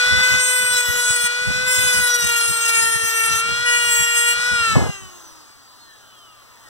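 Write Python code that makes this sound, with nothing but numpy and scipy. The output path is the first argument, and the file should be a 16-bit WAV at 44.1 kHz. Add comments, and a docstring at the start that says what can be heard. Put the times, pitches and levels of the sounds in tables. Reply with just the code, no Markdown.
"""A hand-held rotary tool whines at about 29000 rpm and grinds a sheet-steel edge in three passes.
The stone buzzes at the shaft rate, rings the sheet and drags the speed down; sheet modes squeal on top.
The tool is switched off and pulled away: its cooling air sweeps over the close microphone,
then the commutator sings down as the rotor coasts in a quiet workroom."""
import sys
import numpy as np
from scipy import signal
from scipy.fft import rfft, irfft, next_fast_len
from scipy.io import wavfile

SR = 44100
rng = np.random.default_rng(int(sys.argv[2]) if len(sys.argv) > 2 else 0)


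def unload_wav(signal):
    """Save mono or channel-first audio to the path in sys.argv[1] as 16-bit WAV at rate SR, clipped to [-1, 1]."""
    wavfile.write(
        sys.argv[1],
        SR,
        np.round(np.clip(np.atleast_2d(signal).T, -1, 1) * 32767).astype(np.int16),
    )


N = 295014
TIME = np.arange(N) / SR
NOMINAL_HZ, MAINS_RIPPLE_HZ = 480, 120
AWAY_S, TURN_S, RETREAT_S = 4.73, 0.054, 0.55  # the tool leaves: start, time to turn, time to draw back

# Shaft speed under power. Each row: time in seconds, turns per second.
POWERED_SPEED = [(0.03, 491), (0.23, 502), (0.41, 502.4), (0.6, 499), (0.91, 485.8), (1.14, 488),
                 (1.17, 483.3), (1.27, 479.8), (1.42, 490.3), (1.71, 505.2), (1.85, 501), (2.2, 479.3),
                 (2.23, 473), (2.47, 465.2), (2.52, 461.4), (2.64, 462.4), (2.78, 457.9), (3.34, 453),
                 (3.39, 454.5), (3.63, 478), (3.68, 479.3), (4.1, 469.6), (4.34, 473.4), (4.5, 487.5)]

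def shaft_speed(friction_hz_per_s=127.8, drag_per_s=.172):
    """Turns per second: sagging under load, then, with the power off, braked by dry friction and drag."""
    hz, = curves(POWERED_SPEED)
    coasted_s = np.maximum(TIME - POWERED_SPEED[-1][0], 0)
    friction = friction_hz_per_s / drag_per_s
    return (hz + friction) * np.exp(-drag_per_s * coasted_s) - friction


# Overtones around the whine. Each row: shaft multiple, relative level in dB, change in dB once turned aside.
MOTOR_ORDERS = [(2, -21, 8), (4, -5.5, 2), (5, -8, 3), (6, -16.5, 3), (7, -9.3, -5), (8, -16, -14),
                (9, -10.5, -21), (10, -19, 4), (11, -12.5, -15), (12, -21, 0), (13, -25, 8), (14, -22, 0),
                (15, -22, 0), (16, -25, 0), (17, -25, 2), (18, -14, -6), (19, -28, 0)]
# Case resonances. Each row: frequency in Hz, gain in dB.
CASE_RESONANCES = [(1950, 0), (2150, 3), (2330, 7), (2440, 1.5), (2550, 4), (2700, 12), (2800, 14),
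                   (2910, 1), (3000, -2), (3200, 0)]
# How the loose bearing colours the overtones. Each row: frequency in Hz, gain in dB.
RATTLE_EQ = [(1000, 0), (2000, 3), (3400, 3.5), (4400, 4), (6000, 2), (8500, -10)]

def motor(hz, angle, phases, whine_db, orders_db, loose, sideband=0.14, waver_db=2.2, bite_db=2.2):
    """A third-order whine, unbalance hum and overtones, each with a sideband from mains torque ripple."""
    shaken = angle + .005 * walk(300) + .012 * walk(45)
    load = contact()[0]
    mains = 2 * np.pi * MAINS_RIPPLE_HZ * TIME
    orders = 0
    for k, db, aside_db in MOTOR_ORDERS:
        # phase and level flutter while the stone bites
        phase = k * shaken + phases[int(k)] + .35 * load * walk(90)
        waver = undb(waver_db * sway(9) + bite_db * load * sway(70))
        rattle = gain_at(RATTLE_EQ, k * NOMINAL_HZ) ** loose
        case = gain_at(CASE_RESONANCES, k * hz) * undb(aside_db * ramp(AWAY_S, TURN_S))
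        tone = np.sin(phase) + sideband * np.sin(phase - mains)
        orders += case * tone * undb(db) * waver * rattle
    flutter_db = .5 * (walk(60) + walk(17))
    whine = np.sqrt(2) * np.sin(3 * shaken + phases[3]) * undb(whine_db + flutter_db)
    hum = np.sin(angle + phases[1]) * undb(-34 + 2 * walk(20)) * (hz / NOMINAL_HZ) ** 6
    spin_down = np.minimum(hz / 440, 1) ** 6
    return (whine + orders * undb(orders_db)) * spin_down + hum


# The whine's swells. Each row: time in seconds, level in dB before the tool turns aside.
WHINE_SWELLS = [(0.0, -18.5), (0.39, -18.5), (0.44, -24.5), (0.76, -22.5), (0.82, -25.5), (1.11, -20.5),
                (1.16, -25.5), (2.11, -20.5), (2.26, -26.5), (2.36, -23), (2.5, -26.5), (2.68, -24),
                (3.02, -31.5), (3.31, -24.5), (3.59, -23.5), (3.7, -21.5), (3.9, -27), (4.31, -25.5),
                (4.33, -24.5), (4.48, -19), (4.66, -20.5), (4.7, -19.5)]

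def tool(hz, angle, phases, motor_db=-22.5, fan_db=-30, turn_db=-23.5, retreat_db=-29.5):
    """Motor, fan, bearing and brushes; overtones and fan swell with the whine and fade on the retreat."""
    whine_db, = curves(WHINE_SWELLS)
    swell_db = whine_db - np.mean(whine_db)
    loose = 1 - ramp(start=.385, length=.04)  # the bearing rattles only at first
    retreat = ramp(AWAY_S, RETREAT_S)
    orders_db = motor_db + .59 * swell_db + retreat_db * retreat
    air_db = fan_db + .4 * swell_db + 2.2 * loose + retreat_db * retreat
    whine_db = whine_db + turn_db * ramp(AWAY_S, TURN_S) + retreat  # ducks, then regains 1 dB
    return (motor(hz, angle, phases, whine_db, orders_db, loose) + fan(angle, air_db, hz)
            + bearing(angle, loose) + brushes(hz, angle, phases))


# How hard each pass drives the sheet. Each row: time in seconds, panel drone and edge ring in relative dB.
FIRST_DRIVE = [(.23, -18, -30), (.38, -31, -34), (0.442, -30, -28), (.6, -25.5, -27.5), (.77, -23, -26.5),
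               (.95, -33.5, -39), (1.1, -29, -20.5), (1.179, -28, -29), (1.24, -48, -29), (1.272, -21, -20)]
SECOND_DRIVE = [(1.665, -27, -35), (1.78, -29.5, -32), (2.069, -27, -28), (2.21, -48, -31.5),
                (2.3, -21, -31), (2.46, -42, -33), (2.69, -34.5, -27), (2.77, -27, -27.5),
                (2.95, -27.5, -26.5), (3.04, -30.5, -30.5), (3.22, -29, -28), (3.409, -36, -29)]
THIRD_DRIVE = [(3.65, -26, -42), (3.73, -22, -23), (3.88, -24.5, -26), (4.0, -23, -23), (4.13, -28, -28),
               (4.17, -25, -21), (4.241, -25.5, -28), (4.29, -22, -21), (4.345, -30, -29)]
# Tone of each pass. Each row: edge ring centre in Hz, sizzle and grit in relative dB, chatter from 0 to 1.
PASS_TONES = [(8400, -41.5, -38.5, .2), (8950, -40.5, -36.5, .25), (8240, -45, -38, .15)]

def contact(land_s=.02, lift_s=.025):
    """The stone lands and lifts: touch from 0 to 1, then the drive and tone curves of the passes."""
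    touch, rows = 0, []
    for drive, tone in zip((FIRST_DRIVE, SECOND_DRIVE, THIRD_DRIVE), PASS_TONES):
        start, end = drive[0][0], drive[-1][0]
        touch = touch + ramp(start - land_s / 2, land_s) - ramp(end - lift_s / 2, lift_s)
        rows += [(*point, *tone) for point in drive]
    return [touch] + curves(rows)


# The stone catches on burrs. Each row: centre in seconds, half-width in seconds, grit boost in dB.
BURRS = [(.79, .05, 5), (1.152, .017, 12), (2.15, .03, 6), (2.26, .025, 11), (2.35, .035, 7),
         (2.44, .045, 9), (2.69, .04, 10), (3.3, .05, 6)]
# Colours of the panel drone, the bright sizzle and the grit. Each row: frequency in Hz, gain in dB.
PANEL_EQ = [(450, -15), (950, -14.5), (1400, -3), (1850, 0.5), (2400, -4), (2900, -7), (3400, -11),
            (4000, -111), (5000, -77), (6500, -20), (9000, -36.5)]
SIZZLE_EQ = [(3000, -6), (5000, 2), (7500, 2), (10000, 2), (11500, -2), (12800, -2), (14500, -4),
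             (15800, -7)]
GRIT_EQ = [(1500, -10), (4000, 0), (6500, -3), (8000, 4), (9200, 9), (10200, -1), (13000, -9), (16000, -14)]

def stone(hz, angle, phases, ring_width_hz=750, travel_hz=200, skip_db=4.5, wander_db=4.8, flicker_db=3):
    """The stone buzzes on the edge at the shaft rate; the sheet's resonances weight each harmonic."""
    touch, panel_db, ring_db, ring_hz, sizzle_db, grit_db, chatter = contact()
    for centre, width, boost_db in BURRS:
        burr = np.exp(-((TIME - centre) / width) ** 2)
        grit_db += boost_db * burr
        chatter += .45 * burr
    sizzle_db += .37 * (ring_db - np.average(ring_db, weights=touch))
    panel, ring, sizzle = undb(panel_db), undb(ring_db - 2), undb(sizzle_db)
    ring_hz += travel_hz * walk(9.5)
    # skipping shakes the buzz in phase and level, and the hand is never quite steady
    shaken = angle + chatter * (.026 * walk(60) + .006 * walk(450))
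    bite = touch * undb(skip_db * chatter * sway(110) + 1.25 * walk(12))
    sheet = 0
    for k in range(1, 34):
        f = k * hz
        edge = 1 / (1 + ((f - ring_hz) / ring_width_hz) ** 2)
        level = panel * gain_at(PANEL_EQ, f) + np.hypot(ring * edge, sizzle * gain_at(SIZZLE_EQ, f))
        # the contact point travels, so every harmonic swells and fades by itself, the low ones least
        swell_db = min(k / 12, 1) * (wander_db * sway(rng.uniform(6, 14)) + flicker_db * sway(45))
        jitter = .9 * min(k / 10, 1) * chatter * walk(120)
        sheet += level * undb(swell_db) * np.cos(k * shaken + phases[k] + jitter)
    spray = noise(GRIT_EQ) * (1 + .5 * np.cos(shaken))
    grit = unit(spray * undb(2.2 * walk(1500) + 1.8 * walk(130)))
    return bite * (sheet + grit * undb(grit_db))


# Squeals over the grind. Each row: start in seconds, end in seconds, shaft multiple, level in dB.
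SHEET_SQUEALS = [(.395, .48, 17, -21), (.48, .66, 17, -25), (.66, .735, 17, -22), (.73, .785, 8, -32),
                 (.73, .77, 11, -31), (.775, .8, 17, -27), (.83, 1.13, 15, -34), (.85, 1.03, 26, -37),
                 (1.06, 1.16, 16, -29), (1.07, 1.155, 18, -32), (1.21, 1.27, 18, -25), (1.67, 1.8, 15, -29),
                 (1.7, 1.88, 17, -29), (1.72, 1.95, 18, -30), (1.8, 2.07, 19, -28), (1.87, 2.03, 10, -33),
                 (1.86, 2.08, 22, -37), (1.991, 2.321, 8, -36), (2.095, 2.173, 12, -21.5),
                 (2.184, 2.236, 12, -30), (2.21, 2.313, 13, -32), (2.38, 2.5, 19, -29),
                 (2.39, 2.48, 20, -25), (2.42, 2.56, 21, -32), (2.69, 2.8, 5, -25), (2.74, 3.38, 4, -33),
                 (2.83, 2.97, 21, -29), (2.863, 3.1, 20, -25), (3.08, 3.27, 28, -38), (3.158, 3.3, 19, -27),
                 (3.13, 3.377, 13, -36), (3.67, 4.33, 4, -28), (3.664, 4.332, 6, -30),
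                 (3.918, 4.329, 16, -29), (3.9, 4.33, 27, -41), (3.9, 4.33, 31, -43), (4.15, 4.22, 20, -29),
                 (4.26, 4.33, 15, -29)]

def squeals(angle, phases, fade_s=.018, wobble_rad=.25, flutter_db=2):
    """A sheet mode locks on to one shaft order and sings out as a brief, trembling tone."""
    out = 0
    for start, end, k, db in SHEET_SQUEALS:
        gate = np.clip(np.minimum(TIME - start, end - TIME) / fade_s + .5, 0, 1)
        tone = np.sin(k * angle + phases[k] + wobble_rad * walk(160))
        out += gate * tone * undb(db + flutter_db * sway(55))
    return np.sqrt(2) * out


# Colour of the vent rush. Each row: frequency in Hz, gain in dB.
VENT_EQ = [(150, -19), (400, -3.5), (600, -6), (900, 0.5), (1300, 7), (2200, 1.5), (3000, 3.5), (4500, 2),
           (6000, 1.5), (8000, 3.5), (10000, -3.5), (12000, -9), (15000, -13)]

def fan(angle, air_db, hz):
    """Air rushes from the vents, pulsing with the shaft and dying as it slows."""
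    rush = noise(VENT_EQ) * (1 + .3 * np.sin(angle)) * undb(.9 * walk(25))
    return rush * undb(air_db) * (hz / NOMINAL_HZ) ** 1.4


# Colour of the bearing rasp. Each row: frequency in Hz, gain in dB.
RASP_EQ = [(400, -38), (1000, -1), (1500, -6), (2200, -12), (3300, -11), (4600, 7), (6000, -25),
           (12000, -41)]

def bearing(angle, loose, decay_turns=0.88, level_db=-31.5):
    """The shaft rattles in its bearing, one short rasp a turn."""
    knocks = np.exp(-(angle / (2 * np.pi) % 1) / decay_turns)
    return unit(noise(RASP_EQ) * knocks) * loose * undb(level_db)


# Fader for the brushes, up as the stone lifts off. Each row: time in seconds, level in dB.
BRUSH_FADER = [(4.3, -75), (4.4, -44), (4.65, -42), (4.8, -51), (5.0, -55), (5.25, -61), (6.4, -61),
               (6.69, -64)]
# Partials of the wind-down. Each row: shaft multiple, relative level in dB.
BRUSH_PARTIALS = [(4, -6), (5, -11), (6, -12), (7, -8), (8, -1), (9, -14), (10, -14), (12, -13), (13, -11),
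                  (14, -8), (15, -6), (16, -.5), (17, -12), (18, 5), (19, -12), (20, -8), (21, -6),
                  (22, -5), (23, -12), (27, -11), (28, -10), (29, -10), (30, -13), (36, -14)]
# Housing resonances and the dips between them. Each row: frequency in Hz, gain in dB.
HOUSING_EQ = [(700, 0), (1080, 6), (1290, 17), (1500, 2), (1830, 8), (2100, -2), (2400, -3), (2750, 0),
              (3080, 6), (3350, 2), (3700, -5), (4000, 0), (4500, 4), (4900, 3), (5150, -3), (5500, -4),
              (5900, 3), (6400, 4), (7200, 1), (8500, 7), (10000, -3)]

def brushes(hz, angle, phases, flutter_db=3, fade_db=2.5):
    """Commutator bars sing under the brushes; each order flares as it falls through a resonance."""
    out, tremble = 0, 0.5 * walk(190)
    for k, db in BRUSH_PARTIALS:
        tone = gain_at(HOUSING_EQ, k * hz) * np.cos(k * angle + phases[k] + tremble)
        out += tone * undb(db + flutter_db * sway(30) + fade_db * sway(9.3))
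    return out * undb(curves(BRUSH_FADER)[0])


# Puffs of cooling air. Each row: peak time in seconds, flow in dB, decay time in seconds.
AIR_PUFFS = [(.12, -25, 0.1), (.34, -34, 0.039), (.47, -36, 0.023), (.7, -39, 0.045), (0.901, -30.5, .04),
             (1.11, -28, 0.011), (1.48, -23, 0.12), (1.63, -52, 0.12), (1.79, -24.5, 0.06),
             (1.95, -28, 0.042), (2.24, -25, 0.044), (2.51, -24.5, 0.0092), (2.79, -35, 0.1),
             (3.31, -33, 0.081), (3.489, -24, 0.072), (4.01, -33.5, 0.028), (4.38, -32, 0.028),
             (4.52, -27, 0.06)]
# The jet sweeps past as the tool turns. Each row: time in seconds, flow in dB.
JET_SWEEP = [(4.55, -62), (4.65, -37), (4.742, -29), (4.76, -12), (4.904, -22), (4.93, -48), (5.083, -43),
             (5.16, -83)]
# Single thumps of air. Each row: centre in seconds, peak in dB, centre-to-peak time in seconds.
AIR_THUMPS = [(4.769, -4.5, 0.0011), (4.894, -15, 0.0015)]
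# Colours of the low rumble and the brighter turbulence. Each row: frequency in Hz, gain in dB.
RUMBLE_EQ = [(20, -27), (60, 7.5), (120, 5.5), (200, -2), (320, -15), (600, -28.5), (1500, -51),
             (4000, -94)]
TURBULENCE_EQ = [(60, -25), (250, -3), (500, -6.5), (900, -9.5), (1400, -17.5), (2500, -32), (8000, -107)]

def draught(break_db=-19, stray_db=-52, rise_s=.018):
    """Air puffs on the microphone; a strong jet breaks into brighter turbulence and single buffets."""
    near = 1 - ramp(AWAY_S, RETREAT_S)
    stray_puffs = undb(stray_db + 9 * np.minimum(walk(20), 1)) * near
    flow = stray_puffs + undb(curves(JET_SWEEP)[0])
    for at, puff_db, decay_s in AIR_PUFFS:
        flow += undb(puff_db) * np.exp(-np.maximum((at - TIME) / rise_s, (TIME - at) / decay_s))
    over_db = 20 * np.log10(flow) - break_db
    jet = noise(TURBULENCE_EQ) * undb(2.5 * walk(150) + 2 * np.minimum(over_db, 0) - 6)
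    eddies = undb(5.5 * walk(28) * np.clip(-over_db / 10, 0, 1) - 2.5)
    out = flow * (noise(RUMBLE_EQ) * eddies + jet)
    for centre, peak_db, width in AIR_THUMPS:
        u = (TIME - centre) / width
        out -= undb(peak_db) * u * np.exp((1 - u ** 2) / 2)
    return out


def reflections(x, t60_s=.22, wet_db=-23):
    """A short diffuse tail from the workroom, different on each side."""
    t = TIME[:SR // 3]
    tail = rng.standard_normal((2, len(t))) * np.exp(-np.log(1000) * t / t60_s)
    tail /= np.sqrt(np.sum(tail ** 2, axis=1, keepdims=True))
    return undb(wet_db) * signal.fftconvolve(x[None], tail, axes=1)[:, :N]


# Colour of the room tone. Each row: frequency in Hz, gain in dB.
ROOM_EQ = [(40, 10), (120, -26), (190, 2.5), (280, 4), (500, 2.5), (800, 3.5), (1250, 7), (1700, 2),
           (2400, -4), (4500, -1), (6500, -3.5), (8300, -2.5), (11000, -10), (15000, -7.5)]
# Its fader. 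Each row: time in seconds, level in dB.
ROOM_FADER = [(0, -49), (5, -44.5), (5.6, -49), (6.2, -49.5), (6.69, -48)]

def room_tone():
    """A quiet, gently wavering bed of room noise."""
    swell_db = .7 * walk(9)
    return noise(ROOM_EQ) * undb(swell_db + curves(ROOM_FADER)[0])


def rumble(rumble_db=-73, hum_db=-69):
    """Low room rumble and mains hum, alike on both sides."""
    return undb(rumble_db) * noise(RUMBLE_EQ) + undb(hum_db) * np.sin(2 * np.pi * MAINS_RIPPLE_HZ * TIME)


def undb(db):
    """Decibels to gain."""
    return np.exp(np.asarray(db) * np.log(10) / 20)


def unit(x):
    """Scale to rms 1."""
    return x / np.sqrt(np.mean(x ** 2))


def ramp(start, length):
    """Rises from 0 to 1 over `length` seconds."""
    return np.clip((TIME - start) / length, 0, 1)


def curves(table):
    """One value per sample for each column of a timed table."""
    times, *columns = np.transpose(table)
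    return [np.interp(TIME, times, column) for column in columns]


def gain_at(eq, hz):
    """Gain of an EQ curve at the given frequencies."""
    f, db = np.transpose(eq)
    return undb(np.interp(np.log(hz + 1), np.log(f), db))


def noise(eq):
    """Noise of rms 1 with the given colour."""
    size = next_fast_len(N)
    colour = gain_at(eq, np.arange(size // 2 + 1) * SR / size)
    return unit(irfft(rfft(rng.standard_normal(size)) * colour, size)[:N])


def walk(rate):
    """Random modulation of spread about 1, gliding to a new value `rate` times a second."""
    return 1.2 * np.interp(TIME * rate, np.arange(8192), rng.standard_normal(8192))


def sway(rate):
    """Random modulation with its large swings softly limited."""
    return 1.5 * np.tanh(walk(rate))


# The right microphone port against the left. Each row: frequency in Hz, gain in dB.
RIGHT_PORT_EQ = [(380, -.2), (480, -2.4), (1900, -2), (2300, -.9), (4700, -.5), (6700, .8), (8000, -1),
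                 (9500, -2.9), (15000, -3.4)]

def scene(gain_db=.85, port_lag_s=.000432):
    """All sources are close together; the right port hears them later and with opposite polarity."""
    hz = shaft_speed()
    angle = 2 * np.pi * np.cumsum(hz) / SR
    # each order starts at a nearly random phase, so the grind is an even buzz
    phases = np.cumsum(rng.normal(0, 2.1, 40))
    sound = tool(hz, angle, phases) + stone(hz, angle, phases) + squeals(angle, phases) + room_tone()
    left = sound + draught()
    freqs = np.arange(N // 2 + 1) * SR / N
    lag = np.exp(-2j * np.pi * freqs * port_lag_s)
    right = -irfft(rfft(left) * gain_at(RIGHT_PORT_EQ, freqs) * lag, N)
    return np.array([left, right]) * undb(gain_db) + reflections(sound) + rumble()


def record(dry, top_hz=15800):
    """Peaks clip at full scale and the top is cut steeply."""
    low_pass = signal.ellip(10, .2, 80, top_hz, fs=SR, output="sos")
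    return signal.sosfilt(low_pass, np.clip(dry, -1, 1))


dry = scene()
out = record(dry)
unload_wav(out)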